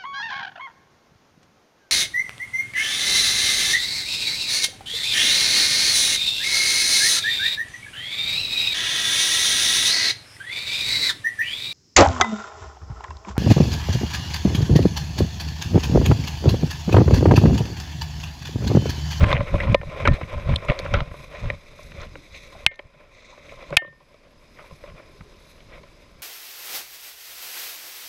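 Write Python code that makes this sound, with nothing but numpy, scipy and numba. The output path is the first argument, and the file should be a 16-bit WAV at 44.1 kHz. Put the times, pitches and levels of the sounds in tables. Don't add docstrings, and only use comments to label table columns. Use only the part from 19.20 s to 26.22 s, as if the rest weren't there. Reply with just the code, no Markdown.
import sys
import numpy as np
from scipy import signal
from scipy.fft import rfft, irfft
from scipy.io import wavfile
from scipy.ndimage import uniform_filter1d, minimum_filter1d
from numba import njit

SR = 44100
rng = np.random.default_rng(int(sys.argv[2]) if len(sys.argv) > 2 else 0)


def invert_db(level):
    return 10 ** (np.asarray(level, dtype=float) / 20)


def wrap_up_sound(samples):
    columns = np.atleast_2d(samples).T
    tamed = np.clip(columns, -1, 1)
    steps = np.round(tamed * 32767).astype(np.int16)
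    wavfile.write(sys.argv[1], SR, steps)


N = 309582

# pitch_hz, width_hz, level_db
HOLLOW_MODES = [(300, 150, -4), (571, 74, 12), (1034, 56, 8.5), (1270, 500, -0.5)]
SHELL_MODES = [(1950, 300, -5), (2380, 420, 0)]
PORT_MODES = [(3500, 450, -3), (4000, 450, 0), (5050, 400, -10), (6200, 700, -8)]
AIR_MODES = [(7860, 170, -10), (10020, 850, -10), (12100, 1600, -14.5)]


def rms_one(x):
    return x / np.sqrt(np.mean(x ** 2) + 1e-20)


def power_sum(*levels_db):
    return 10 * np.log10(sum(invert_db(2 * level) for level in levels_db))


def drift(rate_hz):
    r = np.exp(-80 * np.pi * rate_hz / SR)
    slow = signal.lfilter([1], [1, -2 * r, r * r], rng.standard_normal(N // 40 + 2002))[2000:]
    return np.interp(np.arange(N) / 40, np.arange(len(slow)), rms_one(slow))


def two_pole(x, hz, sign):
    k = np.tan(np.pi * min(hz, .45 * SR) / SR)
    b = np.array([1, 2 * sign, 1]) * (k * k if sign > 0 else 1)
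    a = [1 + np.sqrt(2) * k + k * k, 2 * (k * k - 1), 1 - np.sqrt(2) * k + k * k]
    return signal.lfilter(b, a, x)


def low_pass(x, hz):
    return two_pole(x, hz, sign=1)


def high_pass(x, hz):
    return two_pole(x, hz, sign=-1)


def resonate(x, hz, width_hz):
    r = np.exp(-np.pi * width_hz / SR)
    a = [1, -2 * r * np.cos(2 * np.pi * hz / SR), r * r]
    return signal.lfilter([(1 - r * r) / 2, 0, (r * r - 1) / 2], a, x)


@njit
def glide(x, hz, r, step):
    y = np.zeros(len(x))
    for i in range(2, len(x)):
        y[i] = x[i] - x[i - 2] + 2 * r * np.cos(step * hz[i]) * y[i - 1] - r * r * y[i - 2]
    return y


def body(x, modes):
    return sum((-1) ** k * invert_db(db) * resonate(x, hz, width_hz) for k, (hz, width_hz, db) in enumerate(modes))


def coloured(spectrum):
    hz = np.arange(N // 2 + 1) * SR / N + 1
    points_hz, points_db = np.transpose(spectrum)
    shape = invert_db(np.interp(np.log(hz), np.log(points_hz), points_db, left=-80, right=-80))
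    return rms_one(irfft(rfft(rng.standard_normal(N)) * shape, N))


def crackle(per_s, spread_db, smooth):
    sizes = invert_db(spread_db * np.minimum(rng.exponential(1, N), 5)) * rng.choice([-1, 1], N)
    born = rng.random(N) < per_s * invert_db(4 * drift(15)) / SR
    return rms_one(sizes * born) + smooth * rng.standard_normal(N)


def electronics():
    # pitch_hz, level_db_per_hz
    hiss_spectrum = [(120, -39.5), (200, -2.5), (585, -6.5), (798, -16), (1010, -9), (1190, -15),
                     (2380, -16), (3070, -19), (5110, -19), (12200, -44.5), (15500, -51.5)]
    # pitch_hz, width_hz, rms_db
    whine_lines = [(5060, 70, -70.5), (10000, 200, -85), (12645, 10, -94)]
    out = invert_db(-56.5) * coloured(hiss_spectrum)
    for hz, width_hz, db in whine_lines:
        whine = resonate(resonate(rng.standard_normal(N), hz, width_hz), hz, width_hz)
        out = out + invert_db(db) * rms_one(whine)
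    return out


def rubbing():
    # time_s, rub_db
    pressure = [(0.0, -32.5), (0.2, -44.5), (0.39, -44.5), (0.6, -58), (0.75, -40), (1.06, -47), (1.4, -42),
                (1.66, -40), (1.93, -54.5), (2.19, -53.5), (2.45, -58.5), (3.1, -63.5), (3.44, -49),
                (3.7, -53), (4.45, -51), (4.75, -61), (5.25, -62.5), (7.02, -66)]
    # centre_s, half_length_s, level_db
    presses = [(0.124, .035, -29.5), (0.29, .03, -41), (0.436, .03, -41), (.51, .025, -36.5),
               (0.739, .04, -42.5), (0.827, 0.05, -38), (0.94, .04, -40), (1.018, 0.017, -43.5),
               (1.138, .04, -42.5), (1.306, 0.027, -37), (1.74, .03, -42), (1.884, .02, -49.5),
               (2.023, .025, -48.5), (2.153, 0.051, -43.5), (2.267, 0.045, -42), (2.334, .02, -44.5),
               (2.518, .025, -52.5), (2.64, 0.032, -59.5), (2.809, .05, -46), (3.627, .03, -54.5),
               (3.811, .05, -50), (4.123, .06, -54), (4.422, 0.033, -46), (4.541, .015, -40.5),
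               (4.926, 0.028, -57), (5.04, .035, -54.5), (5.404, .03, -52), (5.477, 0.044, -55.5),
               (5.67, .04, -53), (5.792, .04, -51.5), (5.884, .04, -58), (6.372, 0.063, -60.5),
               (6.543, .04, -49.5), (6.668, .025, -58), (6.865, 0.056, -64.5), (6.982, .04, -65)]
    t = np.arange(0, N, 40) / SR
    bells = [db - 6 * ((t - s) / half_s) ** 2 for s, half_s, db in presses]
    return np.interp(np.arange(N) / SR, t, power_sum(np.interp(t, *np.transpose(pressure)), *bells))


def swishes():
    # centre_s, half_length_s, swish_db, airy_top_rel_db
    sweeps = [(0.143, 0.19, -55, -15), (0.38, 0.082, -53.5, -12.5), (0.747, 0.13, -61, -17),
              (0.98, 0.17, -57.5, -13), (1.253, 0.5, -61, -12.5), (1.443, 0.15, -76, -14),
              (1.658, 0.11, -60, -15), (2.003, 0.078, -56.5, -7.5), (2.2, 0.065, -54.5, -21),
              (2.64, 0.056, -58.5, -9), (2.8, 0.8, -60, -16), (3.2, 0.076, -52.5, -17),
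              (3.363, 0.09, -58, -12.5), (4.055, 0.094, -49.5, -49), (4.287, 0.11, -55, -17),
              (4.485, 0.031, -56, -24), (5.4, 0.094, -72, -10), (5.54, 0.17, -66, -7),
              (5.85, 0.18, -86, -5), (6.3, 0.09, -73, 3), (6.547, 0.095, -84, -32),
              (6.805, 0.12, -92, -1.5)]
    still_db, still_air_db = -70, -76
    t = np.arange(0, N, 40) / SR
    bells = [(db - 6 * ((t - s) / half_s) ** 2, top_db) for s, half_s, db, top_db in sweeps]
    swish_db = power_sum(still_db, *[bell for bell, top_db in bells])
    air_db = power_sum(still_air_db, *[bell + top_db for bell, top_db in bells])
    return [np.interp(np.arange(N) / SR, t, level) for level in (swish_db, air_db)]


def rustle():
    shell_rub_db, shell_swish_db, port_rub_db = -2.5, 3.5, -21
    far_s, far_half_s, far_db = 6.32, 0.37, -64.5
    notch_hz, notch_width_hz, notch_depth = 2930, 620, 1
    rub_db = rubbing()
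    grass_db, air_db = swishes()
    mid_db = power_sum(rub_db + shell_rub_db, grass_db + shell_swish_db)
    breeze_db = far_db - 6 * ((np.arange(N) / SR - far_s) / far_half_s) ** 2
    grass_db = power_sum(grass_db, breeze_db, rub_db + port_rub_db)
    stems = crackle(3500, spread_db=3.5, smooth=.9)
    together_db = 1.3 * drift(25)
    own_db = [1.3 * drift(30) for group in range(4)]
    hollow = rms_one(low_pass(body(stems, HOLLOW_MODES), 1600))
    shell = rms_one(low_pass(body(stems, SHELL_MODES), 3200))
    port = rms_one(low_pass(high_pass(body(stems, PORT_MODES), 3000), 7600))
    air = rms_one(high_pass(body(stems, AIR_MODES), 6500))
    levels_db = (rub_db, mid_db, grass_db, air_db)
    groups = zip(levels_db, own_db, (hollow, shell, port, air))
    mix = sum(invert_db(db + together_db + flicker_db) * part for db, flicker_db, part in groups)
    return mix - notch_depth * resonate(mix, notch_hz, notch_width_hz)


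def crunch():
    level_db, follows_rub = -53.5, 0.98
    rub_db, grit = rubbing(), rng.standard_normal(N)
    breaks = np.abs(crackle(410, spread_db=1.5, smooth=0))
    bursts = grit * signal.lfilter([1], [1, -invert_db(-60 / (.02 * SR))], breaks)
    sound = low_pass(body(bursts, HOLLOW_MODES), 2300) + 0.76 * body(bursts, SHELL_MODES)
    sound = sound + 0.024 * body(bursts, PORT_MODES) + 0.28 * resonate(bursts, 3300, 1200)
    return invert_db(level_db + follows_rub * (rub_db - rub_db.mean())) * rms_one(sound)


def jolts():
    # time_s, level_db
    stir = [(0, -30.5), (.6, -40.5), (1.9, -42.5), (2.45, -53.5), (3.44, -48.5), (3.8, -49.5), (4.75, -54),
            (5.3, -55), (7.02, -52.5)]
    # peak_s, peak_db, build_up_s, settling_s (both over 20 dB)
    strides = [(.035, -8, 0.06, 0.071), (0.149, -14, 0.076, 0.022), (0.211, -17.5, 0.09, 0.039),
               (.343, -8.5, 0.028, 0.028), (0.502, -15.5, 0.13, 0.12), (.92, -12, .1, 0.038),
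               (1.038, -25.5, .04, 0.019), (1.161, -27.5, 0.077, 0.23), (1.323, -11.5, 0.071, 0.053),
               (1.502, -8, 0.014, 0.015), (1.77, -17.5, 0.12, 0.063), (2.262, -21, .08, 0.09),
               (2.788, -37.5, 0.42, 0.4), (3.469, -25, 0.011, 0.077), (3.659, -38.5, 0.11, 0.036),
               (4.35, -45, .4, .3), (4.522, -38, .06, 0.036), (4.69, -40.5, 0.078, 0.013),
               (1.82, -22, 0.039, 0.023), (5.719, -38, 0.099, 0.075), (6.01, -39, 0.033, .05),
               (6.229, -50.5, 0.29, 0.21), (6.58, -47.5, 0.62, 0.29), (7.0, -50.5, 0.49, 0.18),
               (1.91, -31.5, .025, 0.042), (5.39, -45.5, .06, .08), (5.53, -40, 0.054, 0.066),
               (5.88, -46, .15, 0.071), (6.46, -50.5, .12, 0.074), (3.15, -44, .15, 0.28),
               (.67, -33.5, .05, 0.14), (1.63, -32, .06, 0.064), (5.62, -46, .05, 0.06)]
    t = np.arange(0, N, 40) / SR
    level_db = np.interp(t, *np.transpose(stir))
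    for s, db, rise_s, fall_s in strides:
        level_db = np.maximum(level_db, db - 20 * np.maximum((s - t) / rise_s, (t - s) / fall_s))
    return np.interp(np.arange(N) / SR, t, level_db)


def shake():
    # pitch_hz, level_db_per_hz
    rumble_spectrum = [(12, -35), (20, 7.5), (65, -2), (124, -8), (155, -2.5), (201, -14), (293, -18),
                       (450, -44.5), (580, -62), (990, -120)]
    level_db = jolts()
    sway_hz = 116 + 1.28 * level_db
    rumble = coloured(rumble_spectrum)
    swing = glide(rng.standard_normal(N), sway_hz, np.exp(-np.pi * 40 / SR), 2 * np.pi / SR)
    swing = rms_one(low_pass(low_pass(swing, 200), 300))
    hard = np.clip((level_db + 65.0) / 35, .05, 1)
    both = swing * hard + rumble * (1.1 - 0.21 * hard)
    envelope = np.sqrt(uniform_filter1d(both ** 2, size=1100))
    lumps_db = 3 * drift(39)
    sway = invert_db(level_db + lumps_db) * rms_one(both / (envelope + 0.6))
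    fittings = crackle(1500, spread_db=4.0, smooth=0.21)
    chatter = body(fittings, HOLLOW_MODES) + .45 * body(fittings, SHELL_MODES)
    chatter = chatter - .25 * resonate(fittings, 3400, 900)
    chatter = rms_one(low_pass(low_pass(chatter, 3800), 4500))
    return low_pass(low_pass(sway, 370), 290) + invert_db(level_db - 16.5) * chatter


def pings():
    # start_s, peak_db, pitch_hz, length_s
    contacts = [(.005, -25.5, 300, 0.13), (0.325, -25, 300, 0.037), (0.428, -42, 4840, 0.0021),
                (0.545, -7, 593, 0.0034), (.875, -13, 275, 0.019), (0.881, -21, 596, 0.012),
                (1.345, -44, 9000, 0.0018), (1.3608, -8, 3370, 0.0015), (1.359, -28.5, 8800, 0.0011),
                (1.365, -49, 9000, .002), (1.499, -13.5, 2150, 0.0043), (1.516, -17, 553, 0.0063),
                (1.519, -29, 3380, 0.0028), (1.597, -32, 4120, .006), (1.594, -42, 10500, .005),
                (1.597, -20.5, 533, 0.0056), (1.739, -24.5, 5100, 0.0039), (1.915, -37, 1810, 0.0042),
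                (2.061, -53, 3700, .002), (2.631, -42, 5930, .004), (2.816, -40, 5950, 0.0039),
                (2.87, -44, 2900, .004), (2.901, -45.5, 300, 0.21), (3.143, -33, 2230, 0.023),
                (3.304, -53, 9000, .003), (3.349, -36.5, 685, 0.013), (3.67, -55, 7500, 0.0024),
                (4.124, -37.5, 1020, 0.036), (4.269, -49, 300, .04), (4.288, -32.5, 2210, 0.033),
                (4.504, -40, 4000, .004), (4.544, -44, 600, 0.0096), (4.575, -16, 3310, 0.0037),
                (4.585, -44.5, 7800, 0.004), (4.579, -20, 727, 0.019), (4.928, -64.5, 2220, .004),
                (4.99, -62, 10540, 0.0016), (5.071, -45, 578, 0.016), (5.119, -62.5, 12100, 0.0031),
                (6.377, -54, 2990, .015), (6.138, -51, 3000, 0.022), (0.8533, -12.5, 2110, 0.006),
                (5.44, -44.5, 900, 0.0046), (6.608, -46, 401, .008), (6.511, -53, 300, 0.044),
                (4.508, -31, 143, 0.045), (4.66, -37, 137, 0.039), (3.592, -28, 3950, 0.0022),
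                (3.525, -47, 6100, .002), (3.55, -47, 6100, .002),
                (.034, -38, 6300, .006), (.0415, -16, 2200, .005), (.0415, -15, 1200, .006),
             (.064, -45, 8000, .003), (.073, -47, 8500, .003), (.128, -19, 3500, .004),
             (.217, -38, 3500, .003), (.402, -17, 2100, .007), (.425, -35, 3900, .003),
             (.523, -43, 6000, .008), (.523, -50, 9500, .003), (.53, -49, 8500, .004),
             (.8745, -25, 5500, .003), (.937, -44, 7800, .01), (.98, -30, 600, .014),
             (1.03, -32, 2200, .012), (1.448, -45, 6300, .01), (1.452, -53, 9500, .005),
             (1.488, -21, 2100, .005), (1.7385, -14, 1400, .006), (1.7385, -17, 2600, .005),
             (2.87, -52, 5800, .003), (4.504, -45, 6500, .004), (4.5715, -20, 5800, .005),
             (4.5785, -29, 10800, .003), (4.583, -31, 2300, .004), (4.612, -39, 130, .04),
             (4.941, -55, 6000, .004), (5.375, -57, 5500, .004), (5.384, -56, 5500, .004),
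             (5.61, -50, 600, .006), (5.61, -54, 2300, .005), (5.88, -48, 370, .05), (5.94, -48, 400, .06),
             (6.03, -50, 420, .06), (6.07, -50, 330, .05), (6.13, -52, 350, .04)]
    out, t = np.zeros(N + 8000), np.arange(8000) / SR
    hits = contacts
    for (s, db, hz, length_s), noise in zip(hits, rng.standard_normal((len(hits), 8000))):
        puff = noise * (t / length_s) ** .5 * np.exp(-3.0 * t / length_s)
        width_hz = 0.28 * hz
        ping = resonate(resonate(puff, hz, width_hz), hz, width_hz)
        i = round(s * SR)
        out[i:i + 8000] += invert_db(db) * ping / np.abs(ping).max()
    return out[:N]


def knocks():
    # start_s, peak_db, pitch_hz, bright_db
    raps = [(0.041, -9.5, 1210, -31), (0.1148, -13, 1480, -14), (.1275, -7, 1070, -11.5),
            (.167, -12.5, 2130, -43), (0.177, -21, 650, -27), (.5443, -4, 1120, -13.5),
            (0.6137, -23, 1500, -30), (0.8741, -3, 1260, -14.5), (0.883, -10.5, 1800, -20),
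            (1.3383, -22, 1130, -33), (1.3588, -17, 3550, -11), (1.364, -41, 3480, -6),
            (1.5189, -22, 1100, -36), (1.6615, -18.5, 1230, -31), (1.8047, -14, 1180, -12),
            (2.3011, -12, 2080, -18), (2.7181, -34.5, 2220, -20), (2.9551, -25, 1310, -30),
            (3.523, -49, 2130, -32), (3.541, -28, 1830, -4), (3.5567, -43.5, 2200, 15.5),
            (3.5916, -14, 2200, -30), (1.5899, -23, 2159, 4), (5.372, -43, 2120, -19),
            (5.6617, -41, 1050, -18), (5.6991, -36.5, 640, -25), (6.008, -36, 1270, -26.5),
            (6.404, -40.5, 3900, -12), (6.5586, -50, 1040, -16)]
    # start_s, peak_db, pitch_hz, bright_db
    scuffs = [(.1494, -19, 2020, -31), (0.2678, -30, 1300, -16), (0.38, -25.5, 1270, -30),
              (0.4011, -22.5, 2140, -30), (0.4313, -21.5, 1170, -15), (0.47, -24.5, 1030, -29),
              (0.8515, -12.5, 1500, -25), (.932, -29.5, 2130, -4), (1.136, -33.5, 960, -26),
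              (1.484, -16.5, 1220, -16), (1.4977, -21.5, 2200, -43), (5.44, -45, 1490, -22),
              (1.7374, -12, 1370, -14), (1.784, -26.5, 1060, -14), (2.2395, -34, 1030, -22),
              (2.803, -34.5, 1320, -4), (2.8282, -36, 1370, -5), (3.145, -42.5, 3860, 1),
              (3.39, -47.5, 733, -3), (3.5114, -20.5, 2140, -10.5), (4.2906, -59, 2180, 4),
              (4.8024, -42, 1033, -16), (5.3868, -34.5, 1270, -26), (6.535, -42, 2124, -8.5),
              (6.525, -43, 1890, -11), (6.577, -44, 1300, -19.5), (5.36, -49, 2010, -26),
              (2.148, -32, 1990, -12), (4.66, -37.5, 3600, -19)]
    # start_s, peak_db, pitch_hz, bright_db
    bumps = [(0.2044, -26, 2030, -32), (0.3405, -22.5, 1370, -35), (0.3543, -25, 650, -29),
             (0.631, -35, 990, -31), (1.0116, -28, 1880, -17), (1.291, -27, 1030, -12),
             (1.4241, -37.5, 2070, -12), (1.447, -36.5, 1030, -5), (1.549, -39, 1010, -11),
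             (1.912, -39, 634, -37), (1.941, -36, 650, -28), (2.588, -43, 680, -18),
             (3.594, -27.5, 900, -34), (3.669, -55, 1050, -7), (4.1768, -42.5, 2050, -23),
             (4.3207, -36.5, 670, -26), (4.4248, -42.5, 990, 0), (4.505, -35.5, 1040, -19),
             (4.525, -27.5, 1620, -23), (4.619, -21, 563, -43.5), (4.6457, -25.5, 571, -52.5),
             (4.676, -36, 592, -52), (4.726, -46, 553, -57.5), (4.9411, -44, 664, -3),
             (5.049, -49, 640, -19), (5.508, -45.5, 820, -13), (5.637, -38.5, 1860, -11),
             (5.798, -44, 2040, -20), (6.6317, -46.5, 2020, -1), (0.5449, -23, 1030, -40)]
    # hollow_db, t60_s
    kinds = [
        (-12.5, 0.017),
        (-7, 0.12),
        (3.5, 0.032),
    ]
    out, t = np.zeros(N + 4000), np.arange(4000) / SR
    hits = [row + kind for rows, kind in zip((raps, scuffs, bumps), kinds) for row in rows]
    noises = rng.standard_normal((len(hits), 4000))
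    for (s, db, hz, bright_db, hollow_db, t60_s), noise in zip(hits, noises):
        burst = noise * np.minimum(t / (0.0055 * t60_s), 1) * invert_db(-60 * t / np.clip(t60_s, .004, .15))
        shell = min(hz / 2100, 1) ** 0.25
        spot = resonate(burst, hz, 0.17 * hz) + 0.54 * shell * body(burst, SHELL_MODES)
        spot = spot - 0.36 * resonate(burst, 2900, 740)
        spot = low_pass(low_pass(spot, 0.5 * hz + 1500), 2900)
        hollow = low_pass(body(burst, HOLLOW_MODES), 900)
        bright = high_pass(body(burst, PORT_MODES) + 0.42 * body(burst, AIR_MODES), 1900)
        cut_hz = 4500 * invert_db(0.35 * (bright_db + 6.5))
        bright = low_pass(low_pass(bright, cut_hz), cut_hz)
        gains = invert_db(np.array([0, hollow_db + 5.0, bright_db]))
        i = round(s * SR)
        out[i:i + 4000] += invert_db(db) * sum(g * p / np.abs(p).max() for g, p in zip(gains, (spot, hollow, bright)))
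    return out[:N]


def snaps():
    # start_s, blow_db, burst_s, low_ring_db, middle_ring_db, high_ring_db
    blows = [
        (0.5434, -48, .0013, -31, -37, -69),
        (0.876, -33, 0.00051, -27, -48, -70),
        (3.464, 12, 0.0023, -15, -4, -30),
        (4.5678, 10.5, 0.0029, -62.5, -64, -61),
        (4.5709, 9.5, 0.0026, -4, -12, -18.5),
    ]
    # pitch_hz, t60_s, ring_group_index, level_db
    metal_modes = [(1814, .24, 0, 0), (1848, .12, 0, -16), (2132, .15, 1, 0), (2702, .15, 2, -10),
                   (2900, .13, 2, 0), (3138, .16, 2, -5), (3628, .1, 2, -8), (4390, .07, 2, -9)]
    from_hz, to_hz, sweep_s = 4500, 2250, .0008
    out, t = np.zeros(N + 16000), np.arange(16000) / SR
    turns = to_hz * t + (from_hz - to_hz) * sweep_s * (1 - np.exp(-t / sweep_s))
    wave = np.sin(2 * np.pi * turns)
    for (s, blow_db, burst_s, *ring_db), noise in zip(blows, rng.standard_normal((len(blows), 16000))):
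        contact = invert_db(-60 * np.maximum(t - .6 * burst_s, 0) / (2.8 * burst_s))
        clean = float(burst_s < .0028)
        grit = (1.12 - clean) * 3.2 * resonate(resonate(noise, 2200, 800), 2250, 800)
        grit = grit + .16 * resonate(noise, 4200, 2500)
        grit = grit + (0.03 + .3 * (1 - clean)) * low_pass(high_pass(noise, 5000), 14000)
        grit = grit + 0.38 * clean * resonate(noise, 620, 900)
        rattle = low_pass(low_pass(high_pass(noise, 1400), 4100), 4100) * invert_db(-60 * t / 0.017)
        thud = (clean + .08) * invert_db(-14.5) * np.sin(2 * np.pi * 90 * t) * invert_db(-60 * t / 0.018)
        ring = sum(invert_db(ring_db[group] + db - 60 * t / t60_s) * np.sin(2 * np.pi * hz * t)
                   for hz, t60_s, group, db in metal_modes)
        blow = low_pass(contact * (clean * wave + grit) + rattle + thud, 10000)
        i = round(s * SR)
        out[i:i + 16000] += invert_db(blow_db) * blow + ring * (1 - np.exp(-t / 0.0034))
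    return out[:N]


def scene():
    return (electronics() + rustle() + crunch() + shake() + pings() + knocks() + snaps())[None]


def held(over_db, release_db_per_s, size):
    ramp_db = release_db_per_s * np.arange(N) / SR
    return uniform_filter1d(np.maximum.accumulate(over_db + ramp_db) - ramp_db, size=size)


def band_limit(x):
    return signal.sosfilt(signal.butter(12, 16060, fs=SR, output="sos"), x)


def record(dry):
    limit_db, ahead_s = 2.5, .009
    quick_db, quick_depth, quick_lag_s = -4, 1.224, 0.01
    over_db = np.maximum(20 * np.log10(np.abs(dry[0]) + 1e-9) - limit_db, 0)
    early_db = -minimum_filter1d(-over_db, size=2 * round(ahead_s * SR) + 1)
    ducked = dry * invert_db(-.85 * held(early_db, release_db_per_s=13, size=60))
    late_db = np.maximum(20 * np.log10(np.abs(ducked[0]) + 1e-9) - quick_db, 0) * quick_depth
    late_db = held(late_db, release_db_per_s=66, size=300)
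    ducked = ducked * invert_db(-np.interp(np.arange(N) - quick_lag_s * SR, np.arange(N), late_db))
    limited = ducked / (1 + np.abs(ducked) ** 12) ** (1 / 12)
    top_cut = signal.cheby2(10, 50, 15900, fs=SR, output="sos")
    return band_limit(signal.sosfilt(top_cut, .96 * limited))


dry = scene()
out = record(dry)
wrap_up_sound(out)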